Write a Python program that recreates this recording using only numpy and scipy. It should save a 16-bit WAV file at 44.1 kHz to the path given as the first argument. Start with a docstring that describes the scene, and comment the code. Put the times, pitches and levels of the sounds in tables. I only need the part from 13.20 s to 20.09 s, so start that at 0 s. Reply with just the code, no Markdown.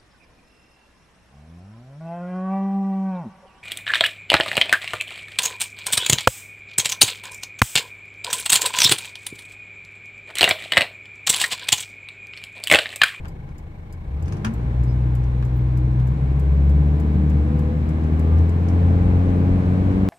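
"""A small four-cylinder engine heard from inside the car: it idles, pulls out and gathers speed in one gear.
Firing-rate tones boom through cabin resonances over a gruff growl at quarters of the firing rate.
Shaped noise makes the body rumble, combustion, hiss, tyres and road; jolts set damped body modes swinging.
Up close in the cabin the indicator relay ticks and rings, loose trim clicks and knocks, plastics squeak
and a drive belt chirps faintly. A stereo microphone pair adds its own hiss."""
import sys
import numpy as np
from scipy import signal
from scipy.fft import rfft, irfft, next_fast_len
from scipy.io import wavfile

SR = 44100
rng = np.random.default_rng(int(sys.argv[2]) if len(sys.argv) > 2 else 0)


def int16_out(signal):
    """Quantize to a 16-bit WAV file."""
    q = np.round(np.clip(np.atleast_2d(signal).T, -1, 1) * 32767)
    wavfile.write(sys.argv[1], SR, q.astype(np.int16))


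N = 303798  # samples
REFERENCE_RATE = 75  # firings per second at which the layer levels and throb depths are stated


def from_db(db):
    """Decibels to amplitude gain."""
    return 10 ** (np.asarray(db) / 20)


def rms_one(x):
    """Scale to unit power."""
    return x / np.sqrt(np.mean(x ** 2) + 1e-20)


def in_time(curve):
    """Read a two-column curve at every sample, straight between its points."""
    time_s, value = np.transpose(curve)
    return np.interp(np.arange(N) / SR, time_s, value)


def at_hz(points, hz):
    """Read a spectrum on a log-frequency axis."""
    known_hz, value = np.transpose(points)
    return np.interp(np.log(hz + 1e-3), np.log(known_hz), value)


def colour(x, spectrum):
    """Filter by a spectrum that falls away beyond its ends; unit power."""
    length = x.shape[-1]
    size = next_fast_len(length)
    hz = np.fft.rfftfreq(size, 1 / SR) + 1e-3
    lowest_hz, highest_hz = spectrum[0][0], spectrum[-1][0]
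    skirts = np.minimum(1, np.minimum(hz / lowest_hz, highest_hz / hz)) ** 4
    gain = from_db(at_hz(spectrum, hz)) * skirts
    return rms_one(irfft(rfft(x, size) * gain, size)[..., :length])


# Left-right likeness of the diffuse cabin sound: freq_hz, likeness (1 = identical)
EAR_LIKENESS = [(60, 0.99), (170, 1), (300, .78), (520, 0.69), (900, 0.057), (1500, 0.37), (2600, 0.086),
                (9000, 0.085)]


def diffuse(mid, side):
    """Two unrelated signals become a stereo field, alike in the bass and apart in the treble."""
    size = next_fast_len(N)
    alike = np.clip(at_hz(EAR_LIKENESS, np.fft.rfftfreq(size, 1 / SR)), -.99, .999)
    shared = rfft(mid, size) * np.sqrt(1 + alike)
    opposed = rfft(side, size) * np.sqrt(1 - alike)
    return irfft(np.array([shared + opposed, shared - opposed]), size)[:, :N]


def noise(spectrum):
    """Diffuse stereo noise of a given colour, at unit power."""
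    return colour(diffuse(*rng.standard_normal((2, N))), spectrum)


def drift(rate):
    """Random wander through points of unit spread, 2 * rate of them per second."""
    knots = rng.standard_normal(4096)
    return np.interp(np.arange(N) / SR * rate * 2, np.arange(len(knots)), knots)


def swell_and_fade(seconds_from_peak, length_s):
    """Bell-shaped envelope, at half power half a length either side of its peak."""
    return 2 ** (-2 * (seconds_from_peak / length_s) ** 2)


def strikes(times, levels_db):
    """A train of single-sample clicks."""
    out = np.zeros(N)
    positions = np.round(np.asarray(times) * SR).astype(int)
    out[np.clip(positions, 0, N - 1)] = from_db(levels_db)
    return out + 1e-18  # keeps the filters clear of vanishingly small numbers


def die_away(clicks, t60):
    """The exponential envelope that follows each click, falling 60 dB in t60 seconds."""
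    return signal.lfilter([1], [1, -from_db(-60 / (t60 * SR))], clicks)


def ring(times, levels_db, modes, spread_db):
    """Every blow sets damped modes ringing, each with a random strength of its own."""
    out = np.zeros(N)
    for hz, db, t60 in modes:
        radius = from_db(-60 / (t60 * SR))
        angle = 2 * np.pi * hz / SR
        strengths_db = levels_db + db + spread_db * rng.standard_normal(len(times))
        resonator = [1, -2 * radius * np.cos(angle), radius * radius]
        out += signal.lfilter([0, np.sin(angle)], resonator, strikes(times, strengths_db))
    return out


# Strongest engine lines: firing_multiple, level_db before load and cabin
ENGINE_LINES = [(1, -0.14), (2, -0.6), (2.25, -16), (2.5, -24.5), (3, -8), (3.5, -19), (4, -13), (5, -20),
                (6, -25.5), (6.5, -35.5), (8, -37.5), (9, -34), (14.5, -36.5)]


def boom(firings, rate, load_db, waver_db, size=200):
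    """Nearly pure engine lines pump the cabin air and swell through its resonances; high ones waver more."""
    out = np.zeros(N)
    speeds = np.linspace(rate.min(), rate.max(), size)
    for multiple, db in ENGINE_LINES:
        answer_db = np.interp(rate, speeds, cabin_db(multiple * speeds))
        level = from_db(db + load_db + answer_db + waver_db * np.sqrt(multiple) * drift(8))
        out -= np.sqrt(2) * level * np.sin(2 * np.pi * multiple * firings)
    return out


# Resonances of mounts, cabin air and panels: centre_hz, width_hz (between -6 dB points), level_db
CABIN_RESONANCES = [(28.1, 11.2, -23.5), (61.4, 4.8, -15), (70.45, 9.2, -12), (82.86, 6.76, -14.5),
                    (87.6, 16, -24), (125.6, 9.4, -15), (133.4, 42.3, -19.5), (191.8, 30, -28),
                    (229.9, 31, -21), (269.3, 12, -25.5), (295.8, 36, -20.5), (400, 17, -21),
                    (429, 52, -23.5), (507, 50, -20.5), (780, 330, -18.5), (1173, 65, -13)]


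def cabin_db(hz):
    """How strongly the cabin answers at a frequency: its resonances add in power."""
    power = 0
    for centre, width, db in CABIN_RESONANCES:
        power = power + from_db(db) ** 2 / (1 + (2 * (hz - centre) / width) ** 2) ** 2
    return 10 * np.log10(power)


# Moments when one line sings out: firing_multiple, peak_s, length_s, level_db before waver
LINE_SWELLS = [(4, 1.286, 0.097, -31), (5, 2.64, 0.31, -39.5), (2.25, 3.25, .4, -25.5),
               (8, 3.5, 0.33, -51.5), (5.75, 3.85, .38, -42.5), (2.5, 3.99, 0.24, -28.5),
               (6.5, 4.41, 0.27, -43), (3.5, 4.93, 0.22, -35), (6, 5.23, .35, -43.5), (9, 6.55, 0.69, -49)]


def swells(firings, waver_db):
    """Single engine lines sing out for a moment as they sweep through a panel or pipe resonance."""
    t, out = np.arange(N) / SR, np.zeros(N)
    for multiple, peak_s, length_s, db in LINE_SWELLS:
        near = np.abs(t - peak_s) < 2 * length_s
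        wavering = from_db(db + waver_db * drift(8.7)[near])
        bell = swell_and_fade(t[near] - peak_s, length_s) * wavering
        tone = np.sin(2 * np.pi * (multiple * firings[near] + rng.random()))
        out[near] += np.sqrt(2) * bell * tone
    return out


# Colour of the gruff engine note: freq_hz, relative_level_db
GROWL_COLOUR = [(110, -32), (170, 3.5), (250, 0), (320, -6), (390, -1), (490, -2.5), (620, -6), (720, -8),
                (810, -2), (930, -15.5), (1150, -12.5), (1400, -17), (2200, -31), (3500, -40)]
GROWL_DB, GROWL_PER_LOAD = -38, 1.016  # dB at zero load; dB per dB of load


def growl(firings, load_db, rough, size=8192, count=150):
    """Four unequal cylinders repeat every fourth firing: lines at each quarter of the firing rate."""
    lines = np.exp(2j * np.pi * rng.random(count))
    lines[::2] *= from_db(5)  # whole turns of the crank stand out
    lines[0:21:4] = 0  # the five lowest firing multiples belong to the boom
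    # no two burns are timed quite alike, which blurs the highest lines
    cycles = (firings + rough * drift(7.7)) / 4
    # each line meets the two ears out of step
    skew = 1j * rng.choice([-1, 1], count)
    waves = [irfft(spectrum, size) for spectrum in (lines, lines * skew)]
    paths = [np.interp(cycles % 1 * size, np.arange(size), wave) for wave in waves]
    return from_db(GROWL_DB + GROWL_PER_LOAD * load_db) * colour(diffuse(*paths), GROWL_COLOUR)


def throb(firings, depth):
    """Unit-power swelling of a noise with every firing."""
    return rms_one(1 + np.clip(depth, 0, 1) * np.cos(2 * np.pi * firings))


# Colour of the low body rumble: freq_hz, relative_level_db
BODY_COLOUR = [(70, -38.5), (105, -8.5), (125, 0), (152, 1.5), (190, -9.5), (240, -22.5), (320, -16.5),
               (550, -52)]
# Level of the body rumble: time_s, level_db
BODY_RUMBLE_LEVEL = [(0, -39), (.28, -37), (.36, -44.5), (.8, -41), (1.05, -31.5), (2.4, -34), (3.1, -29),
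                     (4.4, -26), (4.56, -30), (4.9, -28.5), (5.35, -28.5), (5.6, -27), (6.89, -27.5)]
BODY_THROB = 0.11  # depth at the reference rate


def body_rumble(firings, rate):
    """The engine shakes low noise out of the body; single firings stand out at idle and blur with speed."""
    pulses = throb(firings, BODY_THROB * REFERENCE_RATE / rate)
    return from_db(in_time(BODY_RUMBLE_LEVEL)) * noise(BODY_COLOUR) * pulses


# Colour of the combustion noise: freq_hz, relative_level_db
COMBUSTION_COLOUR = [(450, -25), (680, -9.5), (800, -2.5), (900, -6.5), (1010, -3), (1300, -13), (1600, -9),
                     (1900, -13), (2250, -12.5), (2800, -20), (3500, -24.5), (5500, -34.5)]
# Colour of the engine hiss: freq_hz, relative_level_db
HISS_COLOUR = [(2000, -7.5), (3000, -9.5), (4100, -3.5), (4700, -18.5), (5400, -11), (6500, -12),
               (8000, -11.5), (9000, -12.5), (9900, -22), (11600, -21), (13500, -19.5), (15800, -21)]
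# dB at zero load and reference rate; dB per dB of load; dB per octave of engine speed
BURN_DB, BURN_PER_LOAD, BURN_DB_PER_OCTAVE = -43.5, 0.27, 4
HISS_DB, HISS_PER_LOAD, HISS_DB_PER_OCTAVE = -62, .25, 3.5
BURN_THROB = 0.07  # depth at the reference rate


def combustion_and_hiss(firings, rate, load_db):
    """Combustion noise and hiss grow with load and speed and throb with the firings, most at idle."""
    octaves = np.log2(rate / REFERENCE_RATE)
    burn = from_db(BURN_DB + BURN_PER_LOAD * load_db + BURN_DB_PER_OCTAVE * octaves) * noise(COMBUSTION_COLOUR)
    hiss = from_db(HISS_DB + HISS_PER_LOAD * load_db + HISS_DB_PER_OCTAVE * octaves) * noise(HISS_COLOUR)
    return (burn + hiss) * throb(firings, BURN_THROB * REFERENCE_RATE / rate)


BELT_HZ, BELT_DB = 2225, -63
BELT_LATE_FIRINGS = .2  # delay in firing periods


def belt(firings, wander):
    """Just after each firing the drive belt chirps faintly and reaches the two ears out of step."""
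    phase = 2 * np.pi * BELT_HZ * np.arange(N) / SR + wander * drift(60)
    sides = np.array([np.cos(phase), np.sin(phase)])
    pulses = throb(firings - BELT_LATE_FIRINGS, depth=0.91) ** 2
    return from_db(BELT_DB) * rms_one(sides * pulses)


# Moments when the indicator relay pulls in: start_s
RELAY_PULLS_IN = [.0824, .7257, 1.3375, 1.9515, 2.5727, 3.1953, 3.799, 4.391, 4.994]
# Ringing of the relay frame: pitch_hz, relative_level_db, t60_s
FRAME_MODES = [(3020, -8, .09), (4940, -5.5, .08), (6100, -11, .04), (6750, -7, .04), (7350, -3, .05),
               (7810, -6, .05), (9460, -11, .04), (13100, -11, .04)]
# Pings of the armature: pitch_hz, relative_level_db, t60_s
ARMATURE_PINGS = [(11070, -2, .07), (11500, 0, .05), (12100, -4, .04)]
# Colour of the contact snap: freq_hz, relative_level_db
SNAP_COLOUR = [(2500, -13), (5000, -2), (7300, 2), (10000, -4.5), (12500, -1.5), (15500, -10)]
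RELAY_HOLD_S = .2987  # it lets go this long after pulling in
RELAY_IN_DB, RELAY_OUT_DB = -52.5, -53.5  # tick strengths before the trims of each part


def indicator():
    """The relay snaps in and out; on every pull-in its armature strikes home and pings."""
    ticks = []
    for start_s in RELAY_PULLS_IN:
        ticks += [(start_s, RELAY_IN_DB), (start_s + RELAY_HOLD_S, RELAY_OUT_DB)]
    times, db = np.transpose(ticks)
    # each side gets its own random mode strengths
    frame = [ring(times, db - 2, FRAME_MODES, spread_db=2) for _ in range(2)]
    armature = [ring(times[::2], db[::2] - 6, ARMATURE_PINGS, spread_db=2) for _ in range(2)]
    snap = noise(SNAP_COLOUR) * die_away(strikes(times, db - 1), t60=.07)
    return np.array(frame) + np.array(armature) + snap


# Contacts of loose trim: start_s, strength_db, tilt_db (knock over crack)
TRIM_CONTACTS = [(0.049, -51, 14), (0.055, -49.5, 12), (0.29, -53, 0), (1.0576, -49.5, -13),
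                 (1.0805, -42.5, -6), (1.123, -38, -8.5), (1.168, -50, -12), (1.2466, -26, 0.5),
                 (1.2496, -36.5, 5), (1.266, -47, 18), (2.038, -49, -9.5), (2.226, -49, 20),
                 (2.801, -53.5, 19.5), (4.8394, -47, -1), (5.185, -47.5, -11.5), (5.486, -49.5, -26),
                 (6.096, -52, -8), (6.713, -47, -4)]
# Colour of the hollow knock: freq_hz, relative_level_db
THUD_COLOUR = [(300, -16), (700, -5.5), (900, -0.5), (1300, 0), (1600, 0.5), (2000, -10.5), (2500, -8.5),
               (3800, -21.5), (8000, -34)]
# Colour of the sharp crack: freq_hz, relative_level_db
CRACK_COLOUR = [(1500, -8), (3000, 4), (3900, -9.5), (4700, 1.5), (6400, 1.5), (8000, -9), (9200, -1.5),
                (10100, -22.5), (11800, -12.5), (13000, -22.5), (15500, -32.5)]


def trim():
    """Plastic contacts: a sharp crack and a hollow knock, scattered briefly by the cabin."""
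    times, db, tilt_db = np.transpose(TRIM_CONTACTS)
    low = strikes(times, db + tilt_db / 2)
    high = strikes(times, db - tilt_db / 2)
    # each part has a long tail and a short one
    thud_decay = from_db(-3) * die_away(low, t60=0.12) + from_db(2) * die_away(low, t60=0.011)
    crack_decay = from_db(-15) * die_away(high, t60=0.13) + from_db(-14.5) * die_away(high, t60=0.032)
    return noise(THUD_COLOUR) * thud_decay + noise(CRACK_COLOUR) * crack_decay


# Dashboard plastics rubbing: peak_s, pitch_hz, length_s, peak_db
PLASTIC_RUBS = [(1.70, 5200, .035, -56), (2.003, 13800, .015, -70), (2.375, 14500, .018, -52)]


def squeaks():
    """Brief, thin rubs of plastic on plastic: bell-shaped tones with a jittering phase."""
    t, out = np.arange(N) / SR, np.zeros(N)
    for peak_s, hz, length_s, db in PLASTIC_RUBS:
        tone = np.sin(2 * np.pi * hz * t + 2 * drift(300))
        out += from_db(db) * swell_and_fade(t - peak_s, length_s) * tone
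    return out


# Jolts, two shudders at idle and then dips in the road: start_s, strength_db
BODY_JOLTS = [(0.14, -35), (0.289, -42), (5.825, -26), (5.864, -26), (6.083, -22), (6.307, -20.5)]
# Body on its springs and tyres: pitch_hz, relative_level_db, t60_s
SUSPENSION_MODES = [(36, -8, 0.22), (48, 4.5, 0.25), (68, -10.5, 0.085), (106.5, -5, 0.13)]


def bumps():
    """Each jolt sets the body swinging; the suspension softens the blow."""
    swing = ring(*np.transpose(BODY_JOLTS), SUSPENSION_MODES, spread_db=2)
    return signal.sosfilt(signal.butter(2, [30, 180], "band", fs=SR, output="sos"), swing)


# Colour of the tyre noise: freq_hz, relative_level_db
TYRE_COLOUR = [(150, -14.5), (205, 8.5), (250, -4.5), (310, 2.5), (380, -5), (460, -4), (560, -12),
               (680, -10.5), (900, -32), (1500, -54)]
# dB at zero load and reference rate; dB per dB of load; dB per octave of engine speed
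TYRE_DB, TYRE_PER_LOAD, TYRE_DB_PER_OCTAVE = -33, 0.46, 6


def tyre_noise(rate, load_db):
    """Tyre noise rises with load and, in the one gear, with engine speed."""
    octaves = np.log2(rate / REFERENCE_RATE)
    level_db = TYRE_DB + TYRE_PER_LOAD * load_db + TYRE_DB_PER_OCTAVE * octaves
    return from_db(level_db) * noise(TYRE_COLOUR)


# Colour of the road rumble: freq_hz, relative_level_db
ROAD_COLOUR = [(22, -21), (30, -11), (41, -4), (52, -5), (68, 0), (95, -4), (125, -12), (220, -38)]
# Rumble of the road surface: time_s, level_db
ROAD_RUMBLE_LEVEL = [(0, -37.5), (.8, -39), (1.05, -31.5), (2.25, -28), (3.3, -33), (4.7, -30.5),
                     (5.5, -35), (5.87, -17.5), (6.1, -31), (6.89, -25.5)]


def road_rumble():
    """The road surface shakes deep noise into the cabin, at a level that follows its own curve."""
    return from_db(in_time(ROAD_RUMBLE_LEVEL)) * noise(ROAD_COLOUR)


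# Colour of the microphone hiss: freq_hz, relative_level_db
MIC_HISS_COLOUR = [(3000, -6.5), (8800, -4), (10000, -2), (11800, 2.5), (15800, -4)]
MIC_HISS_DB = -79.5


def microphone_hiss():
    """Steady faint noise of the microphones."""
    return from_db(MIC_HISS_DB) * noise(MIC_HISS_COLOUR)


# Engine speed: time_s, firings_per_s
FIRING_RATE = [(0, 25.1), (.6, 25.6), (.87, 29.3), (1.2, 52), (1.4, 59.3), (1.7, 61.6), (2, 61.4),
               (2.8, 62.7), (3.25, 68.7), (3.45, 70.2), (3.8, 74.7), (4.2, 74.8), (4.6, 77.3), (5.08, 80.4),
               (5.35, 85.7), (5.6, 87.2), (6.4, 91), (6.89, 95.2)]
# How hard the engine pulls, easing twice for a moment: time_s, load_db
ENGINE_LOAD = [(0, -12), (.45, -18), (.8, -16), (1.15, -4.5), (2.5, -7), (3.5, -2), (4.42, -0.5),
               (4.56, -3), (5.2, 2.5), (5.28, -1.5), (5.45, 0.5), (5.56, 4.5), (6.89, 5)]
LEFT_LEAD_DB, LEFT_LAG_S = 1.5, 0.00026


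def scene():
    """Engine speed times the layers; all but microphone hiss reach the left side louder and a little later."""
    rate, load_db = in_time(FIRING_RATE), in_time(ENGINE_LOAD)
    firings = np.cumsum(rate) / SR  # running count of firings
    engine = boom(firings, rate, load_db, waver_db=0.6) + swells(firings, waver_db=5.0)
    engine = engine + growl(firings, load_db, rough=.004) + body_rumble(firings, rate)
    engine = engine + combustion_and_hiss(firings, rate, load_db) + belt(firings, wander=1.0)
    fittings = indicator() + trim() + squeaks()
    left, right = engine + fittings + bumps() + tyre_noise(rate, load_db) + road_rumble()
    left = np.pad(left, (round(LEFT_LAG_S * SR), 0))[:N]
    cabin = np.array([left * from_db(LEFT_LEAD_DB / 2), right * from_db(-LEFT_LEAD_DB / 2)])
    return cabin + microphone_hiss()


CUTOFF_HZ = 15850


def record(dry):
    """A tenth-order elliptic low-pass cuts the top steeply."""
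    return signal.sosfilt(signal.ellip(10, .1, 80, CUTOFF_HZ, fs=SR, output="sos"), dry)


dry = scene()
out = record(dry)
int16_out(out)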